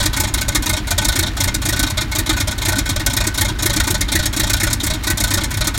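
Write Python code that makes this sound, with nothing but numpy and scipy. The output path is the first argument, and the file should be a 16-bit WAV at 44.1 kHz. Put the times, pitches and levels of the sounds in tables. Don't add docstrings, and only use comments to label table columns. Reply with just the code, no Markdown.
import sys
import numpy as np
from scipy import signal
from scipy.fft import rfft, irfft
from scipy.io import wavfile
from scipy.ndimage import uniform_filter1d

SR = 44100
rng = np.random.default_rng(int(sys.argv[2]) if len(sys.argv) > 2 else 0)


def transcribe(signal):
    frames = np.atleast_2d(signal).T
    limited = np.clip(frames, -1, 1)
    pcm = np.round(limited * 32767).astype(np.int16)
    wavfile.write(sys.argv[1], SR, pcm)


N = 254898

# frequency in Hz, relative density in dB per Hz.
MACHINE_SPECTRUM = [(15, -13), (60, -11), (120, -16), (165, -12), (210, 14), (300, 12), (460, -1.5),
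                    (620, -1), (1000, 0.5), (1900, 0.5), (2800, -4.5), (3900, -5), (7000, -17.5),
                    (16000, -23)]
# time in seconds, speed in rpm.
CRANK_SPEED = [(0, 496.61), (2.608, 489.78), (2.656, 508.66), (4.083, 486.64), (4.645, 519.66),
               (5.78, 516.63)]
# how early the valve opens in seconds,
# gas jet in dB, pipe ring in dB, boom in dB, boom pitch in Hz, length of the jet in seconds.
USUAL_FIRINGS = [(.0082, -24.5, -22, -60, 293, 0.02), (.0071, -29, -24.5, -34, 294, 0.02),
                 (.012, -19, -21, -26, 304, 0.016), (.0098, -18.5, -17.5, -34.5, 288, 0.012),
                 (.0091, -30, -25, -42.5, 259, .02), (.0092, -22.5, -22, -29, 288.4, 0.02),
                 (.0106, -19, -21.3, -27, 328.7, 0.016)]
# time in seconds,
# change of gas jet, pipe ring and boom in dB, then the length of the jet itself in seconds.
ODD_FIRINGS = [(.02, 4, 1, 0, 0.021), (.2, 1.5, 0.5, -0.5, .018), (.27, -3, -1.5, -8, .022),
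               (.41, -.5, 0.5, -10, .017), (.48, 3, -0.5, -2, 0.018), (.52, -8, -4, 1, 0.016),
               (.55, 1.5, 2, 1.5, 0.02), (.62, 2, -0.5, 12, 0.02), (.77, .5, 2, 2, 0.019),
               (.91, 3, 3, -12, 0.018), (.98, 5.5, 3, -4, 0.018), (1.12, 3, 1, -9, 0.017),
               (1.26, -2.5, -2.5, 0, 0.023), (1.4, 2.5, 4.5, -3, 0.018), (1.44, -.5, -2, -12, .015),
               (1.54, -1.5, -4.5, -4, 0.017), (1.83, -1.3, -0.5, 11.5, 0.012), (1.9, -2, -4, -21, .016),
               (2.01, 4, 1.5, 5.5, 0.02), (2.29, -2.5, 1, 5, 0.02), (2.33, -10, -6.5, 2, 0.01),
               (2.36, -.5, 1.5, 9, 0.024), (2.58, -12, -11.5, -19, 0.014), (2.75, -1, -2, 7, .026),
               (2.78, 0.3, 2, 1.5, 0.015), (2.92, -20, -12, -12, .013), (2.96, 2.5, 1.5, -3, .012),
               (3.06, 2.3, 1.5, 2, 0.011), (3.13, -0.5, -2, 0, 0.012), (3.24, 0, 2, -14, .015),
               (3.41, 1.5, 0, -6, 0.017), (3.59, -3, 0.5, 7, 0.022), (3.66, 2, 2.5, 1, .016),
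               (3.73, 5, 1.5, -4, 0.016), (3.8, -1.5, 1.5, -2, 0.0098), (3.91, 1, -2.5, -1, 0.015),
               (3.98, -5, -14, 0, 0.0098), (4.08, -3, 0.5, 2, 0.015), (4.57, 2, -1.5, 5, 0.015),
               (4.6, -1, 0.5, -10, 0.019), (4.73, 2, -7.5, -0.5, 0.014), (4.8, -3, -2.5, -5, 0.019),
               (4.83, 1.5, -4, 0.5, .021), (4.86, -2, -3, -9, .015), (5.17, 4.5, 1.5, -7, 0.019),
               (5.41, -4, 0, 5, .0175), (5.43, -4, -2.5, -24, 0.017), (5.54, -4.5, -7, -20, .012),
               (5.57, -7.5, -3.5, -26, .012)]
# time in seconds, boom in dB.
MISFIRES = [(.09, -50), (.3, -32), (.44, -50), (.59, -31), (.8, -31.5), (.83, -40), (.94, -53), (1.29, -38),
            (1.33, -50), (1.509, -39), (1.58, -31), (1.929, -50), (2.039, -29), (2.08, -50), (2.22, -48),
            (2.44, -43), (2.54, -38), (2.82, -37), (3.02, -43), (3.3, -49), (3.51, -30), (3.552, -57),
            (4.05, -48), (4.291, -57), (4.76, -41), (4.96, -45), (5, -44), (5.132, -48), (5.47, -29),
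            (5.71, -48)]
# boom delay in seconds, bark in dB, pipe note favoured in Hz,
# boost of that note in dB, jet brightness in dB per octave.
CYLINDERS = [(-0.034, -2.5, 1490, 2.5, 0), (0.0097, -11, 1050, 1.5, 3.5), (0, -10.5, 2000, 9.5, 2),
             (.006, -13.5, 1500, 8.5, 6.5), (-0.012, -13, 1490, 2, 6), (0.001, -11, 2150, 3.5, 3.5),
             (-.003, -12, 1830, 7.5, 10)]
# frequency in Hz, relative density in dB per Hz.
JET_SPECTRUM = [(300, -7.5), (900, -21.5), (2000, -1.5), (2900, -18.5), (3700, 1.5), (5000, -0.5),
                (6500, 2.5), (8000, 0.5), (9700, -0.5), (10400, -7), (11300, -3.5), (13000, -7.5),
                (16000, -13)]
# pitch in Hz, width in Hz, level in dB.
PIPE_NOTES = [(711, 27, 0), (895, 42, 3), (986, 72, 3.5), (1169, 85, -1.5), (1280, 64, -2), (1497, 52, 9.5),
              (1843, 155, 3), (2150, 85, 6), (2400, 90, 1), (2777, 54, -4.5), (3330, 374, 0.5),
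              (3735, 318, 4.5), (4204, 140, -1), (5340, 440, -2), (6620, 290, 0.5)]
# deep mode in dB, its delay in seconds, upper mode in dB, its delay in seconds.
COLLECTOR_DRIVE = [(-18, -0.0103, -19, 0.0026), (-25.5, 0.0013, -35, -0.0146),
                   (-21.5, 0.0126, -22.5, -.0136), (-14.5, -0.0027, -22, 0.0108),
                   (-16, -0.0065, -30, 0.0104), (-31, 0.0027, -19.5, 0.01785), (-28, 0.0246, -20, 0.0057)]
# frequency in Hz, relative density in dB per Hz.
EDDY_SPECTRUM = [(15, -30), (26, -14), (33, 1), (50, -2.5), (70, -6), (95, 3), (115, 1), (140, -9),
                 (165, -23.5), (195, -7), (240, -19), (330, -16.5), (450, -35), (2000, -76)]
# frequency in Hz, time to fall by 60 dB in seconds.
YARD_DECAY = [(100, 0.21), (1000, 0.32), (4000, 0.13), (16000, 0.078)]

SAG_RPM, RECOVER_S = 11.68, .1392
PUFF_JET_DB, PUFF_RING_DB = -55, -41.5
OUTLET_ECHO_S, OUTLET_ECHO = .00164, .3
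BARK_HZ, BARK_WIDTH_HZ = 597.4, 43.5
BOOM_WIDTH_HZ = 44.4
DEEP_HZ, DEEP_WIDTH_HZ = 48.4, 22.7
UPPER_HZ, UPPER_WIDTH_HZ = 91.4, 36.2
USUAL_JET_DB = -22
EDGE_HZ = 16020


def gain_of(db):
    return 10 ** (np.asarray(db) / 20)


def evened(x):
    return x / np.sqrt(np.mean(x ** 2) + 1e-20)


def read_curve(points, hz):
    f, value = np.transpose(points)
    return np.interp(np.log(hz + 1), np.log(f + 1), value)


def add(mix, s, sound):
    part = mix[max(round(s * SR), 0):][:len(sound)]
    part += sound[:len(part)]


def delayed(x, s):
    return np.interp(np.arange(N) - round(s * SR), np.arange(N), x, left=0)


def filtered(x, order, hz, kind):
    return signal.sosfilt(signal.butter(order, hz, kind, fs=SR, output="sos"), x)


def noise(spectrum, size, tilt_db=0):
    hz = np.fft.rfftfreq(size, 1 / SR)
    colour = gain_of(read_curve(spectrum, hz) + tilt_db * np.log2(hz + 1))
    return evened(irfft(rfft(rng.standard_normal(size)) * colour, size))


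def resonate(x, hz, width_hz):
    return signal.lfilter(*signal.iirpeak(hz, hz / width_hz, fs=SR), x)


def ring(x, modes):
    return sum(gain_of(db) * resonate(x, hz, width_hz) for hz, width_hz, db in modes)


def note(hz, width_hz, glide=0):
    t = np.arange(8192) / SR
    age = np.pi * width_hz * t
    turns = np.cumsum(hz * (1 + glide * np.tanh(age - 2))) / SR
    return age * np.exp(1 - age) * np.sin(2 * np.pi * turns)


def blowdown(t, length_s, rise_s, fall_s):
    swell = 1 - np.exp(-t / rise_s)
    return swell / np.sqrt(1 + np.exp(2 * (t - length_s) / fall_s))


def valve_times():
    step_s, count = .001, len(USUAL_FIRINGS)
    t = np.arange(0, N / SR + .1, step_s)
    rpm = np.interp(t, *np.transpose(CRANK_SPEED))
    for s, _ in MISFIRES:
        rpm -= SAG_RPM * (t > s) * np.exp(-abs(t - s) / RECOVER_S)
    opened = np.cumsum(rpm / 60) * step_s * count / 2
    times = np.array([np.interp(k, opened, t) - USUAL_FIRINGS[k % count][0] for k in range(int(opened[-1]))])
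    return times[times < N / SR]


def firings():
    times = valve_times()
    rows = np.array([(s, *USUAL_FIRINGS[k % len(USUAL_FIRINGS)][1:]) for k, s in enumerate(times)])
    for s, jet_db, ring_db, boom_db, length_s in ODD_FIRINGS:
        row = rows[abs(times - s).argmin()]
        row[1:4] += jet_db, ring_db, boom_db
        row[-1] = length_s
    for s, boom_db in MISFIRES:
        rows[abs(times - s).argmin(), 1:4] = PUFF_JET_DB, PUFF_RING_DB, boom_db
    return rows


def strokes(cylinders):
    return [(row, cylinders[k % len(cylinders)]) for k, row in enumerate(firings())]


def machinery(level_db=-33.5, tap_db=-35, tap_decay_s=0.0018, scatter_s=0.0018, uneven_db=3):
    t, taps = np.arange(2048) / SR, np.zeros(N)
    for s, *_ in firings():
        for delay_s, own_db in ((.016, -7), (.027, -8)):
            late, force = rng.standard_normal(2)
            tap = np.exp(-t / tap_decay_s) * noise(JET_SPECTRUM, len(t), tilt_db=-3.5)
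            add(taps, s + delay_s + scatter_s * late, gain_of(tap_db + own_db + uneven_db * force) * tap)
    return gain_of(level_db) * noise(MACHINE_SPECTRUM, N) + taps


def rattle(level_db=-43, per_s=140, uneven_db=4, decay_s=.003, tilt_db=1, low_hz=650):
    t, out = np.arange(1024) / SR, np.zeros(N)
    parts = 12
    for _ in range(parts):
        hits = rng.random(N) < per_s / parts / SR
        force_db = uneven_db * np.minimum(rng.exponential(1, N), 3)
        tick = np.exp(-t / decay_s) * noise(MACHINE_SPECTRUM, len(t), tilt_db)
        out += signal.oaconvolve(hits * gain_of(force_db), tick)[:N]
    return gain_of(level_db) * evened(filtered(out, 4, low_hz, "highpass"))


def jets(level_db=1, dull_db=-7, rise_s=0.0012, fall_s=0.0026, hold=0.71, dull_rise_s=0.0023, dull_hold=1.33,
         dull_fall_s=0.0052, dull_tilt_db=-4, flutter_db=2, harder=0.052):
    t, out = np.arange(4096) / SR, np.zeros(N)
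    for (s, jet_db, *_, length_s), (*_, own_db) in strokes(CYLINDERS):
        tilt_db = own_db + harder * (jet_db - USUAL_JET_DB)
        flutter = evened(uniform_filter1d(rng.standard_normal(len(t)), size=70))
        bright = blowdown(t, hold * length_s, rise_s, fall_s) * noise(JET_SPECTRUM, len(t), tilt_db)
        dull_flow = blowdown(t, dull_hold * length_s, dull_rise_s, dull_fall_s)
        dull = dull_flow * noise(JET_SPECTRUM, len(t), tilt_db + dull_tilt_db)
        add(out, s, gain_of(jet_db + flutter_db * flutter) * (bright + gain_of(dull_db) * dull))
    return gain_of(level_db) * (out + OUTLET_ECHO * delayed(out, OUTLET_ECHO_S))


def pipe(level_db=8.5, rise_s=0.0044, fall_s=0.0084, hold=0.91, favour_hz=150, uneven_db=3.0, heat=0.0093,
         low_hz=600):
    t, out = np.arange(4096) / SR, np.zeros(N)
    hz, width_hz, db = np.transpose(PIPE_NOTES)
    for (s, _, ring_db, *_, length_s), (_, _, own_hz, favour_db, _) in strokes(CYLINDERS):
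        flow = blowdown(t, hold * length_s, rise_s, fall_s)
        rush = gain_of(ring_db) * flow * rng.standard_normal(len(t))
        favour = favour_db * np.exp(-((hz - own_hz) / favour_hz) ** 2)
        own_db = db + favour + uneven_db * rng.standard_normal(len(hz))
        warm_hz = hz * (1 + heat * rng.standard_normal())
        add(out, s, ring(rush, zip(warm_hz, width_hz, own_db)))
    return gain_of(level_db) * filtered(out, 2, [low_hz, 7000], "bandpass")


def booms(boom_db=6.0, bark_db=0, bend=0.051, heat=0.025, boom_heat=0.037, uneven_db=2):
    out = np.zeros(N)
    for (s, _, ring_db, stroke_db, boom_hz, _), (delay_s, own_bark_db, *_) in strokes(CYLINDERS):
        glide, warmth, force = rng.standard_normal(3)
        boom = note(boom_hz * (1 + boom_heat * warmth), BOOM_WIDTH_HZ, bend * glide)
        bark = note(BARK_HZ * (1 + heat * warmth), BARK_WIDTH_HZ)
        add(out, s + delay_s, gain_of(stroke_db + boom_db + uneven_db * force) * boom)
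        add(out, s, gain_of(ring_db + own_bark_db + bark_db) * bark)
    return out


def throb(level_db=0, follow=0.16, low_hz=26.5):
    out = np.zeros(N)
    for (s, jet_db, *_), (deep_db, deep_delay_s, upper_db, upper_delay_s) in strokes(COLLECTOR_DRIVE):
        force_db = level_db + follow * (jet_db - USUAL_JET_DB)
        add(out, s + deep_delay_s, gain_of(force_db + deep_db) * note(DEEP_HZ, DEEP_WIDTH_HZ))
        add(out, s + upper_delay_s, gain_of(force_db + upper_db) * note(UPPER_HZ, UPPER_WIDTH_HZ))
    return signal.sosfiltfilt(signal.butter(3, low_hz, "highpass", fs=SR, output="sos"), out)


def cracks(level_db=-18, hard_jet_db=-18, growth=1.4, when=0.51, spread_s=0.0036, tilt_db=1, rasp_db=1,
           rasp_width_hz=900):
    t, out = np.arange(2048) / SR, np.zeros(N)
    for s, jet_db, *_, length_s in firings():
        hiss = noise(JET_SPECTRUM, len(t), tilt_db)
        rasp = resonate(hiss, rng.uniform(3860, 9500), rasp_width_hz)
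        swell = np.exp(-((t - when * length_s) / spread_s) ** 2 / 2)
        crack_db = level_db + growth * (jet_db - hard_jet_db)
        add(out, s, gain_of(crack_db) * swell * (hiss + gain_of(rasp_db) * rasp))
    return out


def eddies(level_db=-26.0, delay_s=0.01186, length_s=.045, follow=0.18):
    out, swell = np.zeros(N), signal.windows.hann(round(length_s * SR))
    for s, jet_db, *_ in firings():
        puff = evened(noise(EDDY_SPECTRUM, size=8192)[:len(swell)]) * swell
        add(out, s + delay_s, gain_of(follow * (jet_db - USUAL_JET_DB)) * puff)
    return gain_of(level_db) * evened(filtered(out, 4, 27, "highpass"))


def hums(level_db=-25, hum_hz=195, width_hz=42, delay_s=0.01733, glide=0.065, follow=0.3):
    out = np.zeros(N)
    for (s, jet_db, *_), (_, bark_db, *_) in strokes(CYLINDERS):
        hum_db = bark_db + follow * (jet_db - USUAL_JET_DB)
        add(out, s + delay_s, gain_of(hum_db) * note(hum_hz, width_hz, glide))
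    return gain_of(level_db) * out


def yard(x, first_s=.012, per_s=2000):
    size = SR // 2
    chosen = rng.standard_normal(size) * (rng.random(size) < per_s / SR)
    echoes = chosen * (np.arange(size) > first_s * SR)
    hz, t, z = signal.stft(echoes, SR, nperseg=256)
    z = z * gain_of(-60 * t / read_curve(YARD_DECAY, hz)[:, None])
    tail = signal.istft(z, SR, nperseg=256)[1]
    return signal.fftconvolve(x, tail / np.linalg.norm(tail))[:N]


def scene(wet_db=-17):
    exhaust = jets() + cracks() + pipe() + booms() + hums()
    echoes = gain_of(wet_db) * yard(exhaust)
    return (exhaust + echoes + throb() + eddies() + machinery() + rattle())[None]


def record(dry):
    rounded = dry / (1 + (dry / .85) ** 6) ** (1 / 6)
    band_limit = signal.firwin(511, EDGE_HZ, window=("kaiser", 9), fs=SR)
    return signal.oaconvolve(rounded, band_limit[None], "same")


dry = scene()
out = record(dry)
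transcribe(out)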